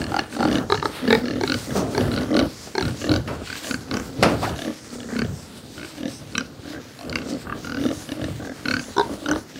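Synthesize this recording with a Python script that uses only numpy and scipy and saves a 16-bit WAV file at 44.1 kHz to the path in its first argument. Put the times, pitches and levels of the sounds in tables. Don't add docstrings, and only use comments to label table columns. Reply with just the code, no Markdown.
import sys
import numpy as np
from scipy import signal
from scipy.fft import rfft, irfft
from scipy.io import wavfile
from scipy.ndimage import uniform_filter1d

SR = 44100
rng = np.random.default_rng(int(sys.argv[2]) if len(sys.argv) > 2 else 0)


def output_pcm(signal):
    pcm = np.clip(np.atleast_2d(signal).T, -1, 1) * 32767
    wavfile.write(sys.argv[1], SR, np.round(pcm).astype(np.int16))


def volts(x):
    e = np.asarray(x, float) / 20
    return 10 ** e


N = 422919


def grunts():
    # (first flap [s], last flap [s], effort [dB],
    # swell from first to last flap [dB], chest level [dB])
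    open_mouthed = [(0.118, 0.187, -4.5, 6.5, -6), (0.364, 0.39, -11, 3.5, 5),
                    (0.404, 0.474, -5, -6.5, 1.5)]
    bright = [(1.41, 1.435, -4, 4.2, 9.3), (1.948, 1.977, -5.5, 5.9, 8.8), (2.751, 2.808, -6.5, 0.96, 8)]
    wide = [(0.699, 0.743, 0, 0.5, 5.1), (0.825, 0.854, 1, 5.5, 0.51), (9.332, 9.384, -15, -13.5, 2.6)]
    cry = [(8.965, 9.01, -4, 5, 10.2)]
    big = [(0.751, 0.82, -15.5, -11, -17), (1.076, 1.076, -9.5, -2.5, 7.5),
           (1.255, 1.361, -16.5, -10.5, 2.5), (3.014, 3.068, -16, 0, 3), (9.291, 9.32, -18, -8, 1),
           (0.015, 0.09, -16, -11, -5), (0.152, 0.176, -24, 0, -8), (0.191, 0.19, 0, -2, -6),
           (0.212, 0.238, -24, -2, 0), (0.415, 0.415, -22, 0, -5), (0.527, 0.527, -12, -2, -5),
           (1.455, 1.455, -25, 0, -5)]
    bold = [(1.104, 1.149, 3.5, -1.2, 6.5)]
    rasp = [(0.3, 0.349, -21.5, 13, 4.5), (0.545, 0.572, -12, -2, 3), (2.175, 2.175, -6, -3, 5),
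            (3.473, 3.553, -13, 5, -7), (3.709, 3.741, -2.5, -2, 3.5), (5.163, 5.217, -7.5, 4, 3.5),
            (7.216, 7.217, -14.5, 1, -5), (8.655, 8.793, -5, -3.5, 1.5), (8.708, 8.707, -5, 0, -6)]
    brisk = [(1.475, 1.541, -6, 4, 1.5), (2.115, 2.231, -16.5, -4, -2), (2.342, 2.39, -7.5, 9, 1),
             (2.398, 2.424, -12.5, -9, 14.5), (2.824, 2.907, -15.5, -11, 6.5), (3.092, 3.16, -8, -0.5, 8.5)]
    hollow = [(7.645, 7.769, -12, 3, 0), (6.407, 6.407, -7.5, 3, 2.4)]
    pinched = [(9.259, 9.312, -3.5, 5.7, -0.66)]
    quick = [(5.086, 5.149, -20, 2, -5), (6.73, 6.776, -23, -1.9, 8.5)]
    chesty = [(0.484, 0.512, -15, 2, 5), (0.526, 0.582, -12, 1, 13.5), (1.705, 1.704, -20.5, -3, -3),
              (2.008, 2.039, -19, -12, 18.5), (2.795, 2.796, -20, -5, 9), (3.02, 3.075, -24, -11, -6),
              (3.644, 3.669, -17.5, 2, 6), (4.537, 4.56, -25, 6, 8), (4.589, 4.676, -20, -12, 3),
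              (6.006, 6.079, -22.5, 5, 19.5), (7.787, 7.912, -20.5, 4, 17), (8.089, 8.118, -16, 5.5, 13.5),
              (8.214, 8.241, -17, 3.5, 12), (9.557, 9.583, -26, -4, 11),
              (1.235, 1.5, -35, -1, 27), (1.18, 1.205, -35, -6, 5), (4.492, 4.492, -19, -2, 0),
             (5.002, 5.03, -23.5, -2, 0), (5.245, 5.262, -24, -7, 0), (5.98, 5.98, -26, -2, 15),
             (8.188, 8.188, -27, 2, 5), (8.84, 8.84, -22, 6, 5.5), (9.349, 9.378, -26, -5, -6),
             (0.2, 0.235, -20.5, -7, 3)]
    mumble = [(2.034, 2.192, -38, 3, 12), (6.989, 7.049, -28.5, -3, 3.1), (7.265, 7.347, -32, 4.5, 27)]
    dull = [(6.63, 6.702, -29, 3.1, 14), (8.401, 8.518, -20.5, 1.8, 4)]
    nasal = [(7.469, 7.523, -16, 10, -5)]
    rattle = [(5.778, 5.846, -20, 4.5, 5), (1.566, 1.566, -34, 0, 0)]
    climb = [(3.883, 3.885, -25, 4, -6), (3.911, 3.997, -13.5, -8, 4)]
    sharp = [(6.351, 6.379, -6, 4.1, 0)]
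    snappy = [(7.126, 7.185, -6.5, -4, -1)]
    tick = [(7.095, 7.095, -24.5, 0, 10), (6.322, 6.322, -36, 0.0014, 0), (4.89, 4.902, -36, 0, -2),
            (4.928, 4.94, -38, 0, 0), (7.335, 7.335, -31, 0, 0), (0.364, 0.364, -27, 0, 0),
            (0.439, 0.439, -26, 0, 2)]
    callers = [open_mouthed, bright, wide, cry, big, bold, rasp, brisk, hollow, pinched, quick,
               chesty, mumble, dull, nasal, rattle, climb, sharp, snappy, tick]
    paces = [42, 42, 42, 65, 42, 42, 36, 42, 40, 40, 62, 40, 49, 42, 38, 60, 36, 36, 34, 80]
    # (chest [Hz], mouth [Hz], snout [Hz], nostrils [Hz])
    heads = [(322, 800, 1380, 4500), (379, 875, 1600, 4250), (402, 890, 1240, 3930), (398, 950, 1510, 5100),
             (348, 1000, 1724, 5400), (442, 1600, 1800, 3800), (252, 1100, 1520, 4400),
             (282, 810, 1450, 4310), (260, 759, 1450, 4200), (281, 830, 1440, 4900), (303, 733, 1580, 7000),
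             (275, 650, 1700, 3600), (285, 683, 1100, 4300), (300, 740, 1600, 4290),
             (262, 1190, 1544, 4290), (313, 870, 1485, 4400), (244, 780, 1504, 5260),
             (241, 1180, 1500, 4950), (257, 1110, 1520, 4610), (260, 930, 1500, 4420)]
    # (mouth [dB], palate [dB], nostrils [dB], softening at the ends of a grunt [dB])
    manners = [(8, -26, -14.5, 5), (6.5, -18, -5, 6.5), (4.5, -41, -9, 7), (11.5, -46, -14, 8),
               (-20, -13, -17, 4.5), (-12, -27, -8, 5.5), (-16, -7.5, -10.5, 5.5), (-11, -8, -5.5, 3),
               (-12, -19, -17, 1.5), (-7.5, -42, -16, 1.4), (-2.5, -24, -27, 1.5), (9, -7, -4, 5),
               (15.5, -2, -2, 2.5), (3, -40, -31, 3.5), (7.5, -25, -40, 3), (-14, -5, -16, 0.5),
               (-27, -1.5, -4, 4.5), (-7, 0, -7, 2.5), (-4, -12, -6.5, 10.5), (-22, -10, 4, 0.5)]
    # (frequency [Hz], level [dB], frequency [Hz], level [dB], opening [share])
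    sinus_rings = [(2060, -17, 2860, -17, 0.012), (2206, -7.5, 6000, -17.5, .01),
                   (2120, -16, 1670, -6.5, .01), (3630, -10, 3900, -10, -0.15),
                   (2840, -5.5, 4300, -7.5, 0.026), (2260, -7, 1500, -7, -0.0002),
                   (2554, -11, 4413, -13.5, 0.071), (2885, -8.5, 3900, -10, 0.053),
                   (2900, -13.5, 4860, -14, 0.035), (3010, -15, 6000, -16.5, 0.24),
                   (1910, -6.5, 3200, -25, 0.02), (2890, -3.5, 5900, -10, 0.044),
                   (2620, -6, 5500, -11, .03), (1770, -22, 3500, -17, .03), (2760, -12, 1500, -3, .03),
                   (2450, -10, 3800, -15, 0.026), (2532, -16, 1160, 2, 0.22), (2520, -4.5, 3960, -8, .16),
                   (2720, -4.5, 2100, -4, 0.026), (2960, -5, 7230, -5.5, 0.01)]
    rebound_db, second_rebound_db = -18.5, -29.5
    snout_opening = 0.034
    chest_ring = 0.36
    lead_s = .0005

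    out = np.zeros(N)
    for calls, pace, head, manner, sinus in zip(callers, paces, heads, manners, sinus_rings):
        chest_hz, mouth_hz, snout_hz, nostril_hz = head
        *mouth_levels, arch_db = manner
        *sinus, nostril_opening = sinus
        for first, last, effort_db, swell_db, chest_db in calls:
            for u in np.linspace(-1, 1, round((last - first) * pace) + 1):
                db = effort_db + u * swell_db / 2 - u * u * arch_db
                s = first - lead_s + (last - first) * (u + 1) / 2
                late, weak, later = rng.random(3)
                sound = flap(chest_hz, mouth_hz, snout_hz * (1 + snout_opening * u),
                             nostril_hz * (1 + nostril_opening * u), chest_db, *mouth_levels,
                             np.reshape(sinus, (2, 2)), chest_ring / pace)
                add(out, s, volts(db - 3.0) * sound)
                add(out, s + .007 + .008 * late, volts(db + rebound_db - 10 * weak) * sound)
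                add(out, s + .012 + .01 * later, volts(db + second_rebound_db + 8 * weak) * sound)
    return out


def flap(chest_hz, mouth_hz, snout_hz, nostril_hz, chest_db, mouth_db, palate_db, nostril_db, sinuses,
         chest_s):
    # (frequency [Hz], decay [s], level [dB])
    palate = [(2650, .0025, 0), (3050, .003, -1)]
    # (frequency [Hz], decay [s], level [dB])
    nostrils = [(3680, 0.0017, -6.5), (4370, 0.0015, 6), (4750, 0.0015, -1), (5800, 0.0024, -7),
                (7000, 0.00082, -15.5), (8400, 0.00057, -9), (11400, .0005, -22)]
    linger, linger_db = 3.47, -19.5
    nostril_late_s = 0.000982
    snap_hz, snap_s, snap_db = 8800, .00008, -6

    t = np.arange(2048) / SR
    luck = rng.standard_normal((17, 2))
    flap_luck = luck[-1]
    pitch_luck, level_luck = luck[:-1, :1], luck[:-1, 1:]

    modes = [(mouth_hz, .003, mouth_db - 4.0), (1200, .002, -7), (snout_hz, .0028, -2),
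             (2230, .0025, palate_db / 2 - 7.0), (1.95 * chest_hz, .005, chest_db - 14.5)]
    modes += [(f, d, db + palate_db - 7.5) for f, d, db in palate]
    stretch = nostril_hz / nostrils[1][0]
    modes += [(f * stretch, 1.09 * d, db + nostril_db - 3.5) for f, d, db in nostrils]
    modes += [(f, .0022, db) for f, db in sinuses]
    hz, decay, db = np.array(modes).T[:, :, None]

    puff = np.minimum(t[:256] / .0007, 1) * np.exp(-(t[:256] / .0027) ** 4)
    air = .06 * rng.standard_normal((16, 256)) * puff
    air[:, 40] += 1.2 * volts(5 * flap_luck[1])

    chest = ring(t, chest_hz * (1 + 0.036 * flap_luck[0]), chest_s, chest_db - 8)
    out = (1 - np.exp(-t / 0.0012)) * chest
    out += ring(t, snap_hz, snap_s, snap_db + nostril_db + 4 * flap_luck[1])

    since = np.maximum(t[:1536] - nostril_late_s * np.abs(pitch_luck) * (hz > 3400), 0)
    db = db + np.minimum(hz / 800, 2) * level_luck
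    hz = hz * (1 + .012 * pitch_luck)
    struck = ring(since, hz, decay, db)
    struck += ring(since, hz, linger * decay, db + linger_db - 12 * (hz > 4300))
    struck *= 1 - np.exp(-(since * hz / 2.2) ** 2)
    blown = signal.fftconvolve(struck, air, axes=1)
    balance = np.sqrt(np.sum(struck ** 2, axis=1) / np.sum(blown ** 2, axis=1))
    out[:blown.shape[1]] += balance @ blown
    return out


def ring(t, hz, decay, db):
    return volts(db) * np.exp(-t / decay) * np.sin(2 * np.pi * hz * t)


def add(track, s, sound):
    i = int(s * SR)
    track[i:i + len(sound)] += sound[:max(N - i, 0)]


def knocks():
    # (time [s], level [dB], rise [s], decay of the bass [s], tilt [dB/octave])
    blows = [
        (1.753, -23, 0.0077, 0.12, -3.5),
        (3.274, -33.5, 0.0049, 0.097, 2),
        (4.19, -41, 0.022, 0.027, -11),
        (4.227, -18.5, 0.00068, 0.078, 2.5),
        (4.233, -21.5, .001, 0.025, 3),
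        (4.425, -29.5, 0.012, 0.065, 3.5),
        (2.672, -44, 0.0018, 0.041, 0),
    ]
    # (frequency [Hz], level [dB])
    blow_colour = [(29, -38), (50, -34), (220, -1), (418, -8), (570, 12.5), (898, -5.5), (1520, -12),
                   (2760, -18), (8460, -39.5), (15000, -45)]
    # (frequency [Hz], level [dB])
    boards = [(180, -3), (215, 2.5)]

    out, t = np.zeros(N), np.arange(SR // 2) / SR
    hz, db = np.transpose(blow_colour)
    for s, level_db, rise, decay, tilt_db in blows:
        onset = np.minimum(t / rise, 1)
        add(out, s, onset * sum(ring(t, f, decay / 2, level_db + d) for f, d in boards))
        for centre in 60 * 2. ** np.arange(8):
            octave = [(centre / 4, -70), (centre / 1.4, -3), (centre * 1.4, -3), (centre * 4, -70)]
            band = colour(rng.standard_normal(len(t)), octave)
            band_db = np.interp(np.log(centre), np.log(hz), db) + tilt_db * np.log2(centre / 500)
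            gain = volts(level_db - 25 + band_db) * np.sqrt(centre)
            body = np.exp(-t / (decay * (centre / 250) ** -.3))
            crack = 3.3 * np.exp(-t / 0.0019) * min(centre / 250, 1)
            add(out, s, gain * band * onset * (body + crack))
    return out


def colour(x, points):
    hz, db = np.transpose(points)
    bins = np.fft.rfftfreq(len(x), 1 / SR) + 1
    y = irfft(rfft(x) * volts(np.interp(np.log(bins), np.log(hz), db)), len(x))
    return y / np.sqrt(np.mean(y ** 2))


def scrape():
    # (time [s], ring frequency [Hz], level [dB])
    course = [
        (4.4, 281, -45),
        (4.43, 622, -26),
        (4.452, 1142, -27),
        (4.48, 684, -30),
        (4.519, 352, -32),
    ]
    s, hz, db = np.transpose(course)
    t = np.arange(N) / SR
    hz = np.interp(t, s, hz)
    gain = volts(np.interp(t, s, db, left=-120, right=-120))
    return gain * (narrow(hz, 270) + volts(-10) * narrow(1.75 * hz, 220) + volts(-19) * narrow(2.1 * hz, 300))


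def narrow(hz, width_hz):
    k = int(SR / width_hz)
    slow = uniform_filter1d(rng.standard_normal((2, len(hz))), k) * np.sqrt(k)
    turn = 2 * np.pi * np.cumsum(hz) / SR
    return slow[0] * np.cos(turn) + slow[1] * np.sin(turn)


def sniffs():
    # (time [s], length [s], level [dB], first frequency [Hz], last frequency [Hz])
    puffs = [(.3, 0.084, -52, 6500, 6500), (0.435, .16, -57, 6004, 6506), (1.744, 0.07, -44, 5100, 6030),
             (3.64, .13, -40.5, 6480, 7000), (4.7, .2, -50.5, 5530, 5820), (5.33, .16, -49, 5320, 5090),
             (5.634, .17, -52, 4310, 4070), (6.07, 0.14, -44.5, 5500, 5720),
             (6.393, 0.042, -67, 5860, 6800), (7.76, 0.15, -60, 5400, 7000), (7.9, 0.17, -46, 5480, 7000),
             (8.8, 0.13, -49, 7000, 6640), (9.33, 0.11, -50.5, 5400, 7000)]
    width_hz = 1300
    out = np.zeros(N)
    for s, length, db, first_hz, last_hz in puffs:
        u = np.linspace(0, 1, int(length * SR))
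        hz = first_hz + (last_hz - first_hz) * u
        whistle = narrow(hz, width_hz) + volts(-5) * narrow(1.5 * hz, width_hz)
        add(out, s, volts(db) * np.sqrt(np.sin(np.pi * u) + 1e-9) * whistle)
    return out


def herd():
    # (time [s], hold [s], level [dB])
    bouts = [(0.113, 0.099, -30), (0.402, 0.17, -26), (0.841, 0.035, -24.5), (0.966, 0.044, -46),
             (1.045, 0.14, -26), (1.258, 0.16, -24.5), (1.439, 0.14, -23), (1.694, 0.18, -28.5),
             (1.946, 0.054, -27), (2.02, 0.04, -23), (2.102, 0.13, -26.5), (2.341, 0.089, -22),
             (2.782, 0.09, -29), (2.89, 0.065, -36), (3.05, 0.14, -25), (3.262, 0.05, -32),
             (3.68, 0.049, -31.5), (3.934, 0.07, -33), (4.232, 0.12, -22.5), (4.349, 0.16, -39),
             (4.649, 0.057, -28.5), (4.946, 0.2, -36), (5.194, 0.04, -26), (6.022, 0.056, -32.5),
             (6.378, 0.044, -36), (6.714, 0.089, -33), (7.057, 0.23, -32.5), (7.28, 0.087, -30),
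             (7.5, 0.28, -41), (7.785, 0.13, -26.5), (8.176, 0.11, -29), (8.302, 0.08, -39),
             (8.425, 0.096, -32.5), (8.678, 0.22, -32.5), (9.036, 0.1, -36), (9.301, 0.078, -27.5)]
    out, t = np.zeros(N), np.arange(2048) / SR
    # (chest [Hz], snout [Hz], flap rate [Hz])
    for chest_hz, snout_hz, rate in [(251.7, 1324, 36.), (270.0, 2000, 41.),
                                     (311.6, 1152, 45.), (231.6, 1750, 33.)]:
        phase = np.cumsum(rate * (1 + .08 * walk(12))) / SR
        flaps = np.diff(np.floor(phase), prepend=0)
        flaps = flaps * volts(7.9 * walk(5) + 2.97 * rng.standard_normal(N))
        voice = (1 - np.exp(-t / 0.008)) * ring(t, chest_hz, 0.012, 0)
        voice += ring(t, 1.86 * chest_hz, 0.0034, -4.5)
        voice += ring(t, snout_hz, .004, -17) + ring(t, 2.7 * snout_hz, .002, -22)
        out += signal.fftconvolve(flaps, voice)[:N]
    out /= np.sqrt(np.mean(out ** 2))
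    return out * stirs(*np.transpose(bouts), floor_db=-47.5, attack=0.041, release=0.018)


def walk(rate):
    k = int(SR / rate)
    return uniform_filter1d(np.repeat(rng.standard_normal(N // k + 1), k), k)[:N]


def jostling():
    # (time [s], hold [s], body rumble [dB], hoof scuffle [dB])
    jostles = [(0.004, 0.18, -42, -34), (0.436, 0.17, -33.5, -29.5), (0.71, 0.087, -35, -48),
               (1.116, 0.033, -38, -24), (1.316, 0.25, -35, -49), (1.719, 0.12, -29, -34),
               (1.982, 0.1, -30, -25), (2.123, 0.095, -33, -26), (2.394, 0.024, -34, -26),
               (2.826, 0.041, -23, -28), (3.103, 0.069, -23.5, -28), (3.278, 0.15, -36, -35),
               (3.736, 0.073, -38, -40), (3.944, 0.046, -49, -27.5), (4.193, 0.14, -26, -34),
               (4.395, 0.14, -35, -30), (5.203, 0.12, -30, -39.5), (6.06, 0.23, -43.5, -49),
               (6.363, 0.081, -42.5, -57), (7.073, 0.12, -42, -34), (7.474, 0.097, -46, -33),
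               (7.64, 0.35, -40, -45), (8.22, 0.11, -29.5, -41), (8.682, 0.11, -39.5, -35.5),
               (9.048, 0.077, -53, -39), (9.302, 0.041, -48, -31)]
    # (frequency [Hz], level [dB])
    rumble_colour = [(25, -43), (40, -59), (60, 3), (100, 10.5), (150, 8), (210, -2), (320, -56)]
    # (frequency [Hz], level [dB])
    scuffle_colour = [(300, 13), (500, 6), (700, 3), (1000, -3.5), (1500, -1), (2200, -19), (3200, -11),
                      (5000, -28)]
    s, hold, rumble_db, hoof_db = np.transpose(jostles)
    bodies = stirs(s, hold, rumble_db, floor_db=-50.5, attack=0.0072, release=0.065)
    hooves = stirs(s, hold, hoof_db, floor_db=-44, attack=0.032, release=0.064)
    return bodies * grit(rumble_colour, 0, 0.5, 0) + hooves * grit(scuffle_colour, 3.74, 2.94, 2.5)


def straw():
    # (time [s], hold [s], level [dB])
    rooting = [(0, 0.037, -50), (0.32, 0.26, -45), (0.7, 0.22, -46), (0.95, 0.23, -42.5),
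               (1.466, 0.19, -39.5), (1.771, 0.043, -37.5), (1.92, 0.26, -42.5), (2.375, 0.076, -44.5),
               (2.497, 0.39, -46), (3.007, 0.14, -42.5), (3.463, 0.13, -44), (3.64, 0.11, -38),
               (3.95, 0.13, -45), (4.24, 0.042, -38), (4.424, 0.053, -36.5), (4.558, 0.17, -44),
               (4.855, 0.28, -47), (5.19, 0.23, -47.5), (6.045, 0.089, -59), (7.57, 0.074, -49.5),
               (7.817, 0.064, -44), (7.933, 0.23, -47), (8.295, 0.091, -45.5), (8.725, 0.25, -46),
               (9.043, 0.11, -48.5), (9.302, 0.072, -56)]
    # (frequency [Hz], level [dB])
    stalk_colour = [(2000, 2), (3200, -0.5), (4500, 2.5), (6500, -0.5), (9000, -4.5), (12000, -12.5),
                    (15500, -14), (18000, -30)]
    gain = stirs(*np.transpose(rooting), floor_db=-48.5, attack=0.035, release=0.046)
    return volts(1.0) * gain * grit(stalk_colour, 2.86, 2.8, 2.5)


def stirs(s, hold, db, floor_db, attack, release):
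    now, power = np.arange(0, N, 64) / SR, volts(2 * floor_db)
    for start, h, d in zip(s, hold, db):
        rise = np.minimum((now - start) / attack, 0)
        fall = np.maximum(now - start - h, 0) / release
        power = power + (volts(d) * np.exp(rise - fall)) ** 2
    return np.interp(np.arange(N) / SR, now, np.sqrt(power))


def grit(points, grain_db, flicker_db, patchy_db):
    grains = rng.standard_normal(N) * volts(grain_db * np.minimum(rng.exponential(size=N), 6))
    cells = signal.stft(colour(grains, points), nperseg=1024)[2]
    patches = rng.standard_normal(cells.shape)
    for _ in range(2):
        patches = uniform_filter1d(patches, size=36, axis=0)
        patches = uniform_filter1d(patches, size=12, axis=1)
    patchy = signal.istft(cells * volts(patchy_db * patches / patches.std()))[1][:N]
    return patchy * volts(flicker_db * walk(25))


def shed(x):
    t60_s, build_up_s = .3, 0.038
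    t = np.arange(SR // 2) / SR
    tail = colour(rng.standard_normal(len(t)),
                  [(100, -6), (500, 0), (2000, -2), (6000, -9), (16000, -25)])
    tail = tail * np.exp(-np.log(1000) * t / t60_s) * np.minimum(t / build_up_s, 1)
    return signal.fftconvolve(x, tail / np.sqrt(np.sum(tail ** 2)))[:N]


def scene():
    near = grunts() + knocks() + scrape()
    echoes = volts(-24) * shed(near)
    return (near + echoes + sniffs() + herd() + jostling() + straw())[None]


def top_cut(x):
    return signal.sosfilt(signal.butter(12, 16460, fs=SR, output="sos"), x)


def record(dry):
    high_pass = signal.butter(4, 53, "high", fs=SR, output="sos")
    low_pass = signal.ellip(12, .2, 80, 15750, fs=SR, output="sos")
    wet = np.tanh(signal.sosfilt(high_pass, dry))
    wet = signal.sosfilt(low_pass, wet)
    return top_cut(wet)


dry = scene()
out = record(dry)
output_pcm(out)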